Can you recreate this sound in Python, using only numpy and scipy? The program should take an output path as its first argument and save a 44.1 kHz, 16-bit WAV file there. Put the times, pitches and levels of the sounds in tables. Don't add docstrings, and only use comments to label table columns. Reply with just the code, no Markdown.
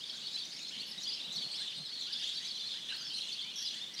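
import sys
import numpy as np
from scipy import signal
from scipy.fft import rfft, irfft
from scipy.io import wavfile
from scipy.ndimage import uniform_filter1d

SR = 44100
rng = np.random.default_rng(int(sys.argv[2]) if len(sys.argv) > 2 else 0)


def put_to_file(sound):
    columns = np.atleast_2d(sound).T
    safe = np.clip(columns, -1, 1)
    whole_steps = np.round(safe * 32767)
    wavfile.write(sys.argv[1], SR, whole_steps.astype(np.int16))


N = 176400


def undb(db):
    return 10 ** (np.asarray(db) / 20)


def unit(x):
    return x / np.sqrt(np.mean(x ** 2))


def equalise(x, curve):
    hz, db = np.array(curve).T
    bins_hz = np.fft.rfftfreq(2 * N, 1 / SR) + 1
    gain = undb(np.interp(np.log(bins_hz), np.log(hz), db))
    return irfft(rfft(x, 2 * N) * gain)[:N]


def noise(curve):
    return unit(equalise(rng.standard_normal(N), curve))


def shake(hz):
    return unit(signal.sosfilt(signal.butter(2, hz, fs=SR, output="sos"), rng.standard_normal(N)))


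def add(out, start, sound):
    i = int(start * SR)
    a, b = max(i, 0), min(i + len(sound), N)
    if b > a:
        out[a:b] += sound[a - i:b - i]


# (frequency [Hz], gain [dB])
TOWN_EQ = [(25, -45), (50, -37), (90, -16), (150, -1), (220, 0.5), (400, -6.5), (800, -9), (1300, -10),
           (2200, -7), (6000, -12), (9000, -17.5), (12500, -26), (16000, -29)]
def town(level_db=-57.5):
    return undb(level_db + .5 * shake(hz=3.7)) * noise(TOWN_EQ)


def voice_tremor():
    return np.array([shake(hz=630), shake(hz=370), shake(hz=110), shake(hz=110)])


ATTACK_S, RELEASE_S = .0039, .00851
SAG, WOBBLE, WAVER = .094, .0662, .016
def whistle(start, length, first_hz, mid_hz, last_hz, rough, tremor, partials_db=None):
    t = np.arange(int(max(length, .005) * SR)) / SR
    u = t / t[-1]
    pitch_shake, level_shake, pitch_waver, level_waver = tremor[:, (int(start * SR) + np.arange(len(t))) % N]
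    ramp = np.clip(np.minimum(t / ATTACK_S, (t[-1] - t) / RELEASE_S), 0, 1)
    env = np.sin(np.pi / 2 * ramp) ** 2
    unsteady = min(.35 + 2 * rough, 1)
    arch_hz = first_hz + (last_hz - first_hz) * u + (2 * mid_hz - first_hz - last_hz) * 2 * u * (1 - u)
    bend = 1 - SAG * (1 - env) + WOBBLE * rough * pitch_shake + WAVER * unsteady * pitch_waver
    phase = 2 * np.pi * np.cumsum(arch_hz * bend) / SR
    if partials_db is None:
        partials_db = [0, -28.5 + 9.5 * rough, -43 + 9.5 * rough]
    tone = sum(undb(db) * np.sin(k * phase) for k, db in enumerate(partials_db, 1) if k * mid_hz < SR / 2)
    flutter = undb(2.2 * unsteady * level_waver) * (1 + .59 * rough * level_shake)
    return env * flutter * tone


# (share of notes [0-1], pitch [ratio], relative level [dB])
FLOCK_VOICES = [(.76, 1, 0), (.14, 1.55, -16), (.1, .6, -15)]
# (frequency [Hz], gain [dB])
FLOCK_EQ = [(1000, -14), (2000, -3.5), (2600, -7), (3300, 0), (4000, -1), (5000, -2), (6500, 6.5),
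            (9000, -11.5), (12000, -17), (16000, 3)]
# (frequency [Hz], gain [dB])
RASP_EQ = [(500, -16), (1200, -57), (1700, -24.5), (2500, -4.5), (3300, -5), (4500, 0.5), (6000, -5),
           (7300, -14.5), (9500, -16), (12000, -28), (16000, -62)]
# (time [s], level [dB])
FLOCK_FADER = [(0, -46), (.2, -46), (.38, -45.5), (.58, -49), (.8, -47), (.95, -52), (1.1, -43),
               (1.28, -50), (1.38, -48), (1.5, -46.5), (1.62, -45), (1.73, -47.5), (1.85, -53), (1.96, -46),
               (2.08, -46), (2.28, -41.5), (2.42, -44), (2.55, -46), (2.7, -43), (2.83, -50), (2.92, -45),
               (3.02, -49), (3.2, -44.5), (3.34, -45), (3.5, -49.5), (3.7, -45.5), (3.86, -49.5),
               (3.94, -55.5), (4, -42)]
def flock(notes_per_s=165, note_s=.023, centre_hz=3761, rasp_db=-10, trim_db=1.68):
    notes, tremor = np.zeros(N), voice_tremor()
    count = int(notes_per_s * (N / SR + .1))
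    uniform = rng.random((count, 3))
    centred = 2 * np.tanh(rng.standard_normal((count, 4)) / 2)
    voices = rng.choice(FLOCK_VOICES, count, p=np.array(FLOCK_VOICES)[:, 0])
    for k, (_, ratio, db) in enumerate(voices):
        late, stretch, rough = uniform[k]
        pitch, arch, slope, accent = centred[k]
        start = (k + late) / notes_per_s - note_s
        length = note_s * (.5 + stretch) + RELEASE_S
        hz = centre_hz * ratio * np.exp(.19 * pitch)
        first, last = hz * np.exp(-.07 * (1 + arch) + .12 * slope * np.array([-1, 1]))
        note = whistle(start, length, first, hz, last, .35 * rough, tremor)
        add(notes, start, undb(db + 3.8 * accent) * note)
    chatter = unit(equalise(notes, FLOCK_EQ)) + undb(rasp_db) * noise(RASP_EQ)
    fader_db = np.interp(np.arange(N) / SR, *np.array(FLOCK_FADER).T)
    return chatter * undb(fader_db + trim_db)


# (time [s], length [s], start pitch [Hz], mid pitch [Hz], end pitch [Hz], level [dB], roughness [0-1])
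CHIRP_CUES = [ (0.032, 0.019, 3480, 3650, 3220, -39.5, 0.2), (0.058, 0.048, 4130, 4530, 4280, -47, 0.77),
              (0.093, 0.019, 3490, 3250, 3240, -37.5, 0), (0.117, 0.043, 3160, 3800, 4220, -43, 0.28),
              (0.255, 0.037, 3675, 4350, 3000, -40, 0.4), (0.314, 0.053, 4400, 5300, 5100, -50, 0.33),
              (0.34, 0.032, 3940, 4080, 4030, -33.5, 0.2), (0.372, 0.06, 4580, 4550, 4340, -42, 0.36),
              (0.393, 0.023, 4250, 3800, 3250, -39.5, .2), (0.451, 0.013, 6200, 6000, 5700, -40.5, 0.42),
              (0.506, 0.051, 4080, 4890, 4390, -45, 0.87), (.58, .052, 3260, 2500, 3080, -52.5, .3),
              (0.614, 0.086, 4150, 4250, 4340, -44.5, 0.28), (0.664, 0.04, 4800, 5800, 7300, -50, 0.5),
              (0.687, 0.02, 3410, 4030, 4170, -40.5, 0.3), (0.714, 0.087, 3300, 3055, 3120, -44, 0.56),
              (0.794, 0.03, 4000, 4330, 5000, -37, 0.12), (0.804, 0.056, 3314, 2820, 3270, -45.5, 0.57),
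              (0.852, 0.053, 3680, 5210, 5140, -49.5, 0.42), (0.909, 0.024, 5610, 4950, 4400, -40, 0),
              (0.976, 0.022, 3770, 3880, 4040, -36.5, 0), (0.998, 0.04, 6880, 6700, 6830, -49, 0.5),
              (1.017, 0.031, 5030, 5780, 5800, -43, 0.5), (1.033, 0.031, 4150, 4330, 4180, -38.5, 0.2),
              (1.064, 0.017, 3270, 3430, 3380, -39, 0), (1.074, 0.034, 4600, 4850, 4660, -35.5, 0.13),
              (1.132, 0.013, 4510, 4550, 4520, -34, 0), (1.167, 0.018, 4050, 3950, 3800, -46, 0.1),
              (1.199, 0.026, 3510, 3884, 4140, -38.5, 0.13), (1.228, 0.048, 3634, 3850, 4120, -39.5, 0),
              (1.274, 0.029, 3880, 3200, 2700, -43, 0.13), (1.304, 0.06, 3795, 3950, 3670, -40.5, 0.34),
              (1.322, 0.062, 6970, 5630, 5040, -46, 0.9), (1.357, 0.043, 4400, 4136, 3450, -33.5, 0.05),
              (1.379, 0.11, 4750, 4394, 4290, -40, 0), (1.42, 0.023, 3430, 3470, 3350, -36.5, 0),
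              (1.441, .028, 4210, 4250, 4400, -37, 0.1), (1.484, 0.071, 4170, 4300, 3970, -44, 0.4),
              (1.542, 0.036, 4720, 5160, 5700, -42.5, 0.5), (1.537, 0.046, 3230, 3400, 3870, -42, 0.24),
              (1.576, 0.056, 3610, 4070, 4020, -39, 0.65), (1.616, 0.027, 3730, 3555, 3460, -35, 0.37),
              (1.633, 0.082, 4320, 3650, 3020, -43, 0.7), (1.738, 0.15, 4320, 4150, 4300, -43.5, 0.17),
              (1.757, 0.041, 3840, 3780, 3300, -42, 0.1), (1.849, 0.033, 4226, 3900, 4440, -39, 0.5),
              (1.888, 0.031, 3280, 3990, 4800, -43, 0.3), (1.917, 0.083, 4500, 4295, 4290, -42, 0),
              (2.003, 0.03, 4050, 4180, 4200, -39.5, 0.33), (2.034, 0.058, 3950, 3350, 2780, -46.5, 0.2),
              (2.122, 0.026, 4390, 4850, 5500, -36, 0.37), (2.125, 0.029, 3580, 3750, 3430, -44.5, 0.3),
              (2.162, 0.053, 3450, 3450, 3410, -43, 0), (2.182, 0.043, 4680, 5070, 4600, -45, 0.83),
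              (2.218, 0.035, 3480, 3770, 3220, -39, 0.35), (2.264, 0.018, 3800, 3590, 3550, -39, .1),
              (2.287, 0.029, 3710, 3753, 3600, -36, 0.3), (2.334, 0.035, 4440, 5400, 5800, -45, 0.23),
              (2.367, 0.03, 4590, 4580, 4510, -35.5, 0), (2.368, 0.033, 4060, 3900, 3650, -40, 0.08),
              (2.439, 0.043, 3980, 3850, 4170, -40.5, 0.7), (2.448, 0.024, 6120, 6180, 6150, -44.5, 0),
              (2.469, 0.027, 4190, 5150, 5340, -42, 0.03), (2.489, 0.014, 5270, 4400, 3900, -44, 0.1),
              (2.507, 0.019, 4220, 4480, 4620, -37.5, 0.12), (2.58, 0.042, 4270, 4700, 4650, -45, 0.1),
              (2.591, 0.063, 3710, 3516, 3520, -41, 0.1), (2.661, 0.0314, 4050, 4250, 3480, -37.5, 0),
              (2.686, 0.086, 3650, 3580, 3540, -41.5, 0.33), (2.815, 0.075, 3530, 3330, 3420, -43.5, 0.7),
              (2.884, 0.039, 3315, 4010, 3860, -36.5, 0.19), (2.885, 0.046, 3230, 2760, 3000, -43, 0.7),
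              (2.927, 0.038, 3750, 4330, 4300, -39, 0.12), (2.955, 0.025, 4010, 4100, 4700, -41, 0.37),
              (2.981, 0.14, 5200, 4530, 4326, -45, 0.11), (3.064, 0.025, 3480, 3380, 3330, -40, 0.08),
              (3.1, 0.044, 2980, 3130, 3220, -41.5, 0.1), (3.139, 0.057, 3860, 4260, 3870, -35.5, 0.4),
              (3.159, 0.042, 5530, 5900, 5630, -48, 0.6), (3.172, 0.034, 2865, 3130, 3500, -41, 0.08),
              (3.204, 0.025, 3720, 4090, 4300, -35, 0.42), (3.235, 0.013, 4400, 4340, 4000, -39, 0.1),
              (3.284, 0.051, 3736, 3450, 3470, -40, 0.1), (3.311, 0.043, 3810, 4500, 4070, -38.5, 0.33),
              (3.346, 0.025, 2570, 2700, 3000, -49, 0), (3.379, 0.031, 3226, 3500, 4000, -41, 0.4),
              (3.407, 0.026, 3950, 4300, 4740, -39, 0.2), (3.42, 0.036, 3576, 3616, 3540, -41, 0),
              (3.422, 0.093, 2040, 2400, 2640, -53.5, 0.2), (3.475, 0.017, 2930, 3380, 3430, -49, 0),
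              (3.556, 0.095, 5630, 5690, 5470, -40, 0.5), (3.581, 0.018, 5450, 5560, 5700, -36, 0),
              (3.584, 0.12, 3200, 3390, 3390, -42.5, 0.24), (3.647, 0.035, 4400, 5080, 4040, -37, 0.3),
              (3.662, 0.037, 4100, 3970, 3720, -37.5, 0.4), (3.703, 0.054, 3474, 3295, 3280, -42, 0.9),
              (3.756, 0.036, 3284, 3500, 3700, -41.5, 0.52), (3.761, 0.034, 4310, 4600, 4240, -47, 0.55),
              (3.812, 0.042, 3370, 3645, 3400, -39, 0), (3.936, 0.026, 5280, 5630, 5300, -43.5, 0.4),
              (3.96, 0.041, 3975, 4710, 5200, -43.5, 0.54), (3.986, 0.025, 3100, 3220, 3300, -49, 0.1)]
def chirps(tremor):
    out = np.zeros(N)
    for start, length, first, mid, last, db, rough in CHIRP_CUES:
        add(out, start, undb(db) * whistle(start, length, first, mid, last, rough, tremor))
    return out


def glides(cues, tremor, rough, partials_db=None):
    out = np.zeros(N)
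    for start, length, first, last, db in cues:
        note = whistle(start, length, first, (first + last) / 2, last, rough, tremor, partials_db)
        add(out, start, undb(db) * note)
    return out


HARSH_PARTIALS = [2.5, -2, -3, -8.5, -15]
# (time [s], length [s], start pitch [Hz], end pitch [Hz], level [dB])
HARSH_CUES = [(0.125, 0.053, 1334, 1700, -65), (0.527, 0.073, 2100, 2250, -59.5),
              (0.705, .08, 1470, 2400, -63), (0.773, 0.067, 2050, 2760, -57.5),
              (0.926, 0.1, 1950, 2102, -62), (1.407, 0.035, 2130, 2650, -56),
              (1.596, 0.057, 1488, 2000, -59.5), (1.88, 0.069, 1730, 2360, -66),
              (2.065, 0.061, 1330, 1785, -61), (2.139, 0.12, 1500, 2310, -65.5),
              (2.221, 0.066, 1517, 2586, -59), (2.33, .06, 1346, 1950, -64.5),
              (2.406, 0.075, 1810, 2460, -59), (2.732, 0.072, 1417, 2240, -61),
              (2.884, 0.08, 1900, 1286, -58), (2.909, 0.053, 1398, 1987, -57.5),
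              (2.998, 0.078, 1284, 1800, -61), (3.577, 0.072, 1655, 1920, -63),
              (3.743, 0.059, 1695, 2300, -58.5), (3.784, .1, 1607, 2510, -66),
              (3.907, 0.093, 1920, 2197, -59)]
def harsh_calls(tremor):
    return glides(HARSH_CUES, tremor, rough=.724, partials_db=HARSH_PARTIALS)


# (time [s], length [s], start pitch [Hz], end pitch [Hz], level [dB])
SQUEAK_CUES = [(0.185, 0.05, 7100, 7400, -59), (0.311, 0.08, 6930, 6060, -58),
               (0.585, 0.053, 6480, 6950, -54.5), (0.864, 0.058, 11700, 10260, -61),
               (1.11, 0.032, 6900, 6300, -63), (1.514, 0.039, 8200, 8600, -54.5),
               (1.6, 0.027, 8180, 8770, -52.5), (1.762, 0.043, 8260, 9100, -58),
               (1.993, 0.043, 6640, 7600, -54.5), (2.012, 0.034, 6250, 5920, -49),
               (2.225, 0.034, 5470, 6240, -49), (2.272, 0.014, 6200, 8300, -45),
               (2.288, 0.027, 7450, 6900, -54), (2.548, 0.04, 5600, 5950, -49.5),
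               (3, 0.0354, 6400, 6260, -50.5), (3.133, 0.074, 8920, 9600, -56),
               (3.27, 0.028, 7200, 8500, -57), (3.285, 0.051, 6500, 5800, -53),
               (3.553, 0.096, 10800, 11060, -64), (3.677, 0.051, 5430, 6200, -48.5),
               (3.739, 0.02, 6600, 8430, -53)]
def squeaks(tremor):
    return glides(SQUEAK_CUES, tremor, rough=.66)


# (frequency [Hz], gain [dB])
SIZZLE_EQ = [(1500, -28), (3000, -2), (5500, 16.5), (7500, -2), (10000, 8.5), (13000, -37), (16000, -21)]
def near_birds(sizzle_db=-21.5, follow_s=.0089):
    tremor = voice_tremor()
    voices = chirps(tremor) + harsh_calls(tremor) + squeaks(tremor)
    env = uniform_filter1d(np.abs(voices), int(follow_s * SR))
    return voices + undb(sizzle_db) * env * noise(SIZZLE_EQ)


# (frequency [Hz], gain [dB])
THUMP_EQ = [(40, -36), (90, -19), (150, 5), (260, -2), (380, -14), (1000, -19.5), (3000, -45)]
# (time [s], length [s], level [dB])
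THUMP_CUES = [(0.75, 0.089, -55.5), (0.972, 0.031, -52.5), (1.109, 0.031, -57.5), (1.269, 0.046, -55.5),
              (1.344, 0.084, -56.5), (1.448, 0.031, -49.5), (1.766, 0.086, -57), (1.794, 0.024, -61)]
def wings(rustle_peak_s=1.39, rustle_width_s=.36, rustle_db=-63.5):
    t, env = np.arange(N) / SR, np.zeros(N)
    for start, length, db in THUMP_CUES:
        add(env, start, undb(db) * signal.windows.tukey(int(length * SR), .6))
    puffs = equalise(env * noise(THUMP_EQ), [(50, -15), (120, -1)])
    rustle = noise([(60, -32), (200, 15), (450, 10), (1100, 10), (2500, -16), (8000, -37)])
    swell = np.exp(-((t - rustle_peak_s) / rustle_width_s) ** 2)
    return puffs + undb(rustle_db) * swell * rustle


# (time [s], level [dB])
TICK_CUES = [(1.035, -58), (1.355, -59), (2.96, -54)]
def twigs(decay_s=.017):
    t, env = np.arange(SR // 10) / SR, np.zeros(N)
    for start, db in TICK_CUES:
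        add(env, start, undb(db) * np.exp(-t / decay_s))
    return env * noise([(1000, -16), (5000, 4), (15000, -7)])


BRANCH_S, BRANCH_DB, WALL_S, WALL_DB, YARD_T60_S = .011, -10.5, .034, -14, .46
def yard(x, tail_db):
    t = np.arange(SR) / SR
    build_up = 1 - np.exp(-t / .019)
    tail = unit(rng.standard_normal(SR) * 1000 ** (-t / YARD_T60_S) * build_up)
    scatter = unit(rng.standard_normal(SR) * np.exp(-t / BRANCH_S))
    response = (undb(tail_db) * tail + undb(BRANCH_DB) * scatter) / np.sqrt(SR)
    response[0] += 1
    response[int(WALL_S * SR)] += undb(WALL_DB)
    return signal.fftconvolve(x, response / np.linalg.norm(response))[:N]


def scene():
    birds = yard(near_birds(), tail_db=-8) + yard(flock(), tail_db=-4.5)
    mono = birds + wings() + twigs() + town()
    return np.array([mono, mono])


def record(dry, top_hz=15800):
    return signal.sosfilt(signal.ellip(10, .2, 70, top_hz, fs=SR, output="sos"), dry)


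dry = scene()
out = record(dry)
put_to_file(out)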